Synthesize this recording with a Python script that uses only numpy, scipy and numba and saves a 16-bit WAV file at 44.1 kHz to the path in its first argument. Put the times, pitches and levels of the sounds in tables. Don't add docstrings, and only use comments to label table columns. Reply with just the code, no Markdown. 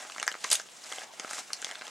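import sys
import numpy as np
from scipy import signal
from scipy.fft import rfft, irfft
from scipy.io import wavfile
from scipy.ndimage import uniform_filter1d
from numba import njit

SR = 44100
rng = np.random.default_rng(int(sys.argv[2]) if len(sys.argv) > 2 else 0)


def gain_from_decibels(decibels):
    exponent = np.asarray(decibels, float) / 20
    return 10 ** exponent


def log_audio(samples):
    frames = np.atleast_2d(samples).T
    limited = np.clip(frames, -1, 1)
    pcm = np.round(limited * 32767).astype(np.int16)
    wavfile.write(sys.argv[1], SR, pcm)


N = 83790

# (frequency [Hz], density [dB per Hz])
SHED_SPECTRUM = [(18, -70), (30, -29), (184, -1.5), (600, 2), (1070, 0), (3870, -2.5), (4420, -13.5),
                 (8300, -17), (16000, -22)]
# (time [s], level [dB], brightness of fine grains [dB])
SLIDE_EFFORT = [(0, -39, -9), (.15, -49.5, 0.5), (.3, -45.5, -5.5), (.38, -56, 4.5), (.44, -45, 2.5),
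                (.495, -45.5, -1), (.525, -39, 9), (.58, -46, 3.5), (.65, -67, 12.5), (.8, -53, 1.5),
                (.925, -42, -0.5), (1.04, -43.5, -1), (1.065, -56, 0), (1.27, -44.5, -2.5),
                (1.39, -41.5, 3.5), (1.44, -53, 1), (1.68, -45, -2.5), (1.9, -50.5, -3.5)]
# (frequency [Hz], density [dB per Hz])
PAPER_SPECTRUM = [(120, -51), (200, -9), (350, -21.5), (761, 1.5), (980, -5), (1540, -2.5), (4010, -6.5),
                  (7280, -1.5), (15000, -30.5)]
# (time [s], pop [dB], crack [dB], tick [dB])
LIFT_BUCKLES = [(0.0496, -35.5, -46, -59), (0.0987, -47.5, -36, -44), (0.1209, -43, -40.5, -40),
                (0.1481, -46, -39.5, -43), (0.162, -29, -44, -45), (0.182, -27, -36, -44),
                (0.1986, -29, -35, -32), (0.2161, -31, -35, -45), (0.2282, -22.5, -24.5, -24),
                (0.267, -35, -43, -43), (0.278, -20, -24, -18.5), (0.2938, -47, -53, -46),
                (0.3161, -33.5, -32, -32.5), (0.3249, -51, -45, -32), (0.3415, -32.5, -38, -47),
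                (0.3514, -31.5, -42, -51), (0.4399, -29.5, -28.5, -35), (0.4428, -29, -22.5, -30),
                (0.4466, -22.5, -47, -33), (0.4642, -41, -36, -38), (0.4912, -49, -33.5, -47),
                (0.5983, -27, -29, -38), (0.6162, -51, -52, -33), (0.6581, -41.5, -56, -58),
                (0.6877, -43, -44, -51)]
# (time [s], pop [dB], crack [dB], tick [dB])
CRUMPLE_BUCKLES = [(0.5023, -37, -32.5, -24), (0.505, -45, -33, -28.5), (0.5125, -49, -31, -22),
                   (0.5153, -30, -22.5, -18.5), (0.5184, -34, -21.5, -23.5), (0.5209, -41, -25, -21.5),
                   (0.5217, -49, -25, -30), (0.5269, -26.5, -28.5, -18), (0.5297, -41, -22.5, -23),
                   (0.5334, -33, -29, -31), (0.5396, -45, -25, -22.5), (0.5467, -33, -45, -26),
                   (0.5531, -41.5, -24.5, -20), (0.5557, -42, -32, -20)]
# (time [s], pop [dB], crack [dB], tick [dB])
SHIFT_BUCKLES = [(0.8446, -53, -45, -48), (0.9013, -64, -50, -34), (0.918, -32, -60, -44),
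                 (0.9238, -31, -46, -31), (0.9334, -37, -38, -38), (0.9596, -56, -46, -49),
                 (0.984, -36, -48, -51), (1.0178, -34, -48, -49), (1.0348, -36, -39.5, -42),
                 (1.0423, -46, -46, -48), (1.1362, -49, -50, -58), (1.1971, -32.5, -32, -33.5),
                 (1.2009, -31, -37, -50), (1.2355, -43, -47, -54), (1.2464, -28, -43, -47),
                 (1.2782, -37.5, -49, -51), (1.293, -39.5, -37, -44), (1.3101, -29.5, -33.5, -33),
                 (1.3325, -26.5, -33.5, -31), (1.347, -37.5, -47, -32.5), (1.3686, -38, -45, -39),
                 (1.3825, -28.5, -32.5, -42), (1.3893, -33, -36, -44)]
# (time [s], pop [dB], crack [dB], tick [dB])
SETTLE_BUCKLES = [(1.5034, -36.5, -55, -54), (1.5158, -57, -60, -62), (1.5321, -39, -25.5, -22),
                  (1.6183, -44, -40, -30.5), (1.6252, -37, -38, -38), (1.646, -33, -31, -27.5),
                  (1.6678, -29.5, -39, -39), (1.6905, -35, -51, -49), (1.7019, -36, -40, -52),
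                  (1.7119, -31, -36, -35), (1.7226, -33.5, -45, -52), (1.7505, -49, -40, -58),
                  (1.7546, -43, -40, -45), (1.793, -56, -43, -63), (1.812, -33, -37, -51),
                  (1.8195, -32, -32.5, -49), (1.8512, -51, -45, -46), (1.8688, -38, -37, -37),
                  (1.8794, -33.5, -33, -37)]
# (time [s], pop [dB], crack [dB], tick [dB])
MORE_BUCKLES = [
    (0.41, -44.5, -45.5, -50),
    (0.49, -46.5, -38, -44),
    (1.5331, -46, -31, -27),
]
# (lowest [Hz], highest [Hz], length [cycles], spread [s])
THUMP_RINGS = (400, 1150, 2, .0005)
# (lowest [Hz], highest [Hz], length [cycles], spread [s])
POP_RINGS = (1150, 2300, 6, .0003)
# (lowest [Hz], highest [Hz], length [cycles], spread [s])
CRACK_RINGS = (2250, 5400, 7, .0003)
# (lowest [Hz], highest [Hz], length [cycles], spread [s])
TICK_RINGS = (5300, 9000, 10, .00025)
# (lowest [Hz], highest [Hz], length [cycles], spread [s])
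FIZZ_RINGS = (8900, 13200, 9, .00025)
# (time [s], level [dB])
TABLE_KNOCKS = [(.052, -33), (.278, -44), (.3161, -32), (.4428, -34), (.4466, -24), (.984, -35),
                (1.0419, -38), (1.1356, -32.5), (1.1977, -32), (1.2465, -28.5), (1.293, -39), (1.3105, -34),
                (1.5158, -37), (1.6254, -33), (1.7124, -36)]
# (time [s], pitch [Hz], level [dB])
PANEL_NOTES = [(0.0984, 1240, -40), (0.098, 2920, -47), (0.1216, 2550, -39), (0.12, 5400, -43),
               (0.181, 6730, -38), (0.1984, 2780, -33.5), (0.1986, 6530, -33), (0.2275, 1310, -31.5),
               (0.267, 6950, -30.5), (0.267, 1590, -40), (0.278, 1783, -20.5), (0.278, 6400, -25),
               (0.3158, 1570, -39.5), (0.3161, 3060, -36.5), (0.343, 1160, -39), (0.4428, 6660, -25),
               (0.4428, 1800, -30), (0.4467, 1090, -31.5), (0.4466, 6700, -36), (0.5153, 8300, -20),
               (0.5145, 5220, -21), (0.53, 3830, -23), (0.5301, 9300, -16), (0.5473, 6700, -44),
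               (0.5557, 6700, -46), (0.5557, 8100, -37), (0.5983, 1680, -35), (0.5983, 6660, -38),
               (0.9234, 3300, -34.5), (0.984, 3060, -36), (0.984, 740, -34), (1.1971, 3300, -38),
               (1.1979, 6640, -32), (1.2465, 500, -37.5), (1.2466, 1320, -42), (1.3105, 860, -37.5),
               (1.3339, 7200, -36.5), (1.39, 7400, -37), (1.5056, 1140, -44), (1.503, 5600, -50),
               (1.5321, 5280, -29), (1.5322, 4230, -27.5), (1.626, 1550, -38.5), (1.6254, 3470, -39.5),
               (1.646, 6200, -28.5), (1.646, 3530, -28), (1.6679, 1760, -50), (1.668, 4010, -41),
               (1.6905, 1720, -43), (1.69, 5400, -53), (1.7118, 4100, -41), (1.7124, 3100, -40),
               (1.7541, 1490, -39.5), (1.7548, 3650, -37), (1.8692, 2020, -46), (1.8675, 3350, -41)]
# (time [s], level [dB])
FIBRE_SNAPS = [(.1209, -30), (.4428, -34), (.5151, -29), (.5205, -22), (.5273, -23), (.5344, -28),
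               (.5532, -26), (.9231, -38), (1.4605, -38), (1.5321, -22)]
# (time [s], level [dB])
WHIP_SNAP = [
    (.278, -5),
]

RISE_CYCLES = .8
SHED_DB, SHED_WIDE_HZ, SHED_SIDE_DB, SHED_BASS_SIDE = -56, 430, -4, .55
GRAINS_PER_S, GRAIN_CYCLES, GRAIN_SCATTER_DB, FLUTTER_DB = 40000, 5.24, 2, 1.7
THUMP_DB, POP_DB, CRACK_DB, TICK_DB, FIZZ_DB = -9, -4, -3, -4.5, -19
BUCKLE_S, BUCKLE_TOP_HZ = .0018, 12400
SMEAR_DB, SMEAR_MOST, SOFT_SMEAR = -44, 4, 1.2
HARD_DB, FIZZ_GROWTH_DB_PER_DB = -28, .6
KNOCK_HZ, KNOCK_CYCLES = 544, 3.2
ROOM_T60_S, ROOM_GAP_S, ROOM_DB, ROOM_SIDE_DB = 0.12, 0.00124, -7, -11
ROOM_LOW_HZ, ROOM_TOP_HZ, ROOM_SIDE_LIFT_HZ = 570, 11000, 5700
NOTE_DB, NOTE_LATE_S, NOTE_T60_S = 11.5, -0.00017, .0048
NEIGHBOUR_LATE_S, NEIGHBOUR_DETUNE, NEIGHBOUR_GAIN = 0.000477, 0.068, 0.58
SNAP_HZ, SNAP_CYCLES = 9400, 2.4
RUB_S, RUB_LENGTH_S, RUB_HZ, RUB_CYCLES, RUB_DB = 1.048, .072, 900, 16, -54
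LOW_CUT_HZ, MIC_TOP_HZ, HISS_TOP_HZ, TOP_HZ = 186, 12700, 15850, 16900
PORT_HZ, PORT_WIDTH_HZ, PORT_DB, PORT_LAG_S = 9100, 850, -0.5, .00003


def curve(table, x, col=1, log=False):
    a = np.array(table, float)
    if log:
        return np.interp(np.log(x), np.log(a[:, 0]), a[:, col])
    return np.interp(x, a[:, 0], a[:, col])


def level(x, db):
    return x * gain_from_decibels(db) / np.sqrt(np.mean(x ** 2))


def butter(x, order, hz, kind="low"):
    return signal.sosfilt(signal.butter(order, hz, kind, fs=SR, output="sos"), x)


def steep_top(x, hz):
    return signal.sosfilt(signal.ellip(8, .2, 50, hz, fs=SR, output="sos"), x)


def walk(rate_hz):
    k = int(SR / rate_hz)
    return uniform_filter1d(np.repeat(rng.standard_normal(N // k + 1), k), k)[:N]


@njit
def rings(n, at, turn, fade, rise, size):
    out = np.zeros(n)
    for g in range(len(at)):
        i = int(at[g]) + 1
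        p = np.exp(1j * turn[g] - fade[g])
        q = np.exp(-rise[g])
        z = size[g] * np.exp((1j * turn[g] - fade[g]) * (i - at[g]))
        r = np.exp(-rise[g] * (i - at[g]))
        for j in range(max(i, 0), min(n, i + int(6 / fade[g]))):
            out[j] += z.imag * (1 - r)
            z *= p
            r *= q
    return out


def ring(s, hz, cycles, size):
    hz = np.clip(hz, 50, .45 * SR)
    fade = np.log(1000) * hz / (2 * np.maximum(cycles, .5) * SR)
    return rings(N, s * SR, 2 * np.pi * hz / SR, fade, hz / RISE_CYCLES / SR, size)


def taps(table, hz, cycles):
    s, db = np.array(table, float).T
    return ring(s, hz * (1 + 0.18 * rng.standard_normal(len(s))), cycles + 0 * s, -gain_from_decibels(db))


def shed():
    hz = np.fft.rfftfreq(N, 1 / SR) + 1
    spectrum = gain_from_decibels(curve(SHED_SPECTRUM, hz, log=True))
    side_gain = gain_from_decibels(SHED_SIDE_DB) + SHED_BASS_SIDE / (1 + (hz / SHED_WIDE_HZ) ** 2)
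    mid = irfft(rfft(rng.standard_normal(N)) * spectrum, N)
    side = irfft(rfft(rng.standard_normal(N)) * spectrum * side_gain, N)
    return level(np.array([mid + side, mid - side]), SHED_DB)


def rustle():
    u = rng.random((int(GRAINS_PER_S * N / SR), 5)).T
    s, hz = u[0] * N / SR, 220 * 65 ** u[1]
    fine = np.clip(np.log2(hz / 2400) + .5, 0, 1)
    i = (s * SR).astype(int)
    flutter = (1 - fine) * walk(70)[i] + fine * walk(90)[i] + walk(130)[i]
    db = curve(PAPER_SPECTRUM, hz, log=True) + 20 * np.log10(hz / 2400)
    db = db - GRAIN_SCATTER_DB * np.log(1 - u[2]) + FLUTTER_DB * flutter
    cycles, sign = GRAIN_CYCLES * (.5 + u[3]), np.sign(u[4] - .5)
    steady_rms = np.std(ring(s, hz, cycles, sign * gain_from_decibels(db)))
    effort_db = curve(SLIDE_EFFORT, s) + fine * curve(SLIDE_EFFORT, s, col=2)
    return ring(s, hz, cycles, sign * gain_from_decibels(db + effort_db)) / steady_rms


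def buckles(count=14):
    rows = np.vstack([LIFT_BUCKLES, CRUMPLE_BUCKLES, SHIFT_BUCKLES, SETTLE_BUCKLES, MORE_BUCKLES]).astype(float)
    start_s = rows[:, :1]
    smear = np.minimum(1 + gain_from_decibels(2 * (curve(SLIDE_EFFORT, start_s) - SMEAR_DB)), SMEAR_MOST)
    fizz_db = FIZZ_DB + FIZZ_GROWTH_DB_PER_DB * (rows[:, 3:] - HARD_DB) + 10 * np.log10(smear)
    softness = np.clip((HARD_DB - rows[:, 1:].max(axis=1, keepdims=True)) / 10, 0, 1)
    smear = smear + SOFT_SMEAR * softness
    parts = ((1, THUMP_RINGS, THUMP_DB), (1, POP_RINGS, POP_DB), (2, CRACK_RINGS, CRACK_DB),
             (3, TICK_RINGS, TICK_DB), (3, FIZZ_RINGS, fizz_db))
    out = 0
    for col, (lo_hz, hi_hz, cycles, spread_s), part_db in parts:
        u = rng.random((len(rows), 4, count))
        hz = lo_hz * (hi_hz / lo_hz) ** ((np.arange(count) + u[:, 0]) / count)
        late = -np.log(1 - u[:, 1])
        cycles = cycles * (.6 + .8 * u[:, 2])
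        size = np.sign(u[:, 3] - .5) * np.exp(-late / 2) * hz
        fade, rise = np.log(1000) / cycles, 1 / RISE_CYCLES
        energy = size ** 2 * (1 / fade - 2 / (fade + rise) + 1 / (fade + 2 * rise)) / hz
        gain = np.sqrt(BUCKLE_S * np.sqrt(smear) / energy.sum(axis=1, keepdims=True))
        size = size * gain_from_decibels(rows[:, col:col + 1] + part_db) * gain
        s = start_s + (late * smear - (smear - 1) / 2) * spread_s
        out = out + ring(s.ravel(), hz.ravel(), cycles.ravel(), size.ravel())
    return out


def room(x):
    t = np.arange(SR // 2) / SR
    tail = rng.standard_normal((2, len(t))) * gain_from_decibels(-60 * t / ROOM_T60_S) * (t > ROOM_GAP_S)
    mid, side = level(tail, 0) / np.sqrt(len(t))
    side = side + 2 * butter(side, 2, ROOM_SIDE_LIFT_HZ, "high")
    dull = butter(x, 1, (ROOM_LOW_HZ, ROOM_TOP_HZ), "band")
    mid = signal.fftconvolve(dull, mid)[:N] * gain_from_decibels(ROOM_DB)
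    side = signal.fftconvolve(dull, side)[:N] * gain_from_decibels(ROOM_DB + ROOM_SIDE_DB)
    return np.array([mid + side, mid - side])


def knocks():
    return taps(TABLE_KNOCKS, KNOCK_HZ, KNOCK_CYCLES)


def notes():
    s, hz, db = np.array(PANEL_NOTES, float).T
    u = rng.standard_normal((len(s), 2)).T
    size = gain_from_decibels(db + NOTE_DB) * np.sign(u[0])
    cycles = NOTE_T60_S * np.sqrt(4000 * hz) / 2
    panel = ring(s + NOTE_LATE_S, hz, cycles, size)
    neighbour_hz = hz * (1 + NEIGHBOUR_DETUNE * u[1])
    return panel + ring(s + NEIGHBOUR_LATE_S, neighbour_hz, cycles, NEIGHBOUR_GAIN * size)


def snaps():
    return taps(FIBRE_SNAPS, SNAP_HZ, SNAP_CYCLES)


def whip():
    return taps(WHIP_SNAP, SNAP_HZ, SNAP_CYCLES)


def rub(count=160):
    u = rng.random((count, 3)).T
    s = (np.arange(count) + u[0]) / count
    hz = RUB_HZ * (1 + .03 * np.sin(9 * s) + .08 * (u[1] - .5))
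    return ring(RUB_S + RUB_LENGTH_S * s, hz, RUB_CYCLES + 0 * s, gain_from_decibels(RUB_DB) * np.sign(u[2] - .5))


def scene():
    hits = buckles() + knocks() + notes()
    paper = butter(hits, 4, BUCKLE_TOP_HZ) + rustle() + rub()
    paper = butter(paper, 2, LOW_CUT_HZ, "high")
    paper = butter(paper, 3, MIC_TOP_HZ)
    direct = paper + snaps()
    soft = steep_top(direct + room(direct) + shed(), HISS_TOP_HZ)
    return soft + whip()


def roll_off(x):
    return signal.sosfilt(signal.butter(12, 17150, fs=SR, output="sos"), x)


def record(dry):
    hz = np.fft.rfftfreq(N, 1 / SR) + 1
    resonance = gain_from_decibels(PORT_DB) / (1 + ((hz - PORT_HZ) / (PORT_WIDTH_HZ / 2)) ** 2)
    lag = np.exp(-2j * np.pi * hz * PORT_LAG_S)
    side = irfft(rfft(dry.mean(axis=0)) * resonance * lag, N)
    mix = steep_top(dry + np.array([side, -side]), TOP_HZ)
    return roll_off(mix)


dry = scene()
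out = record(dry)
log_audio(out)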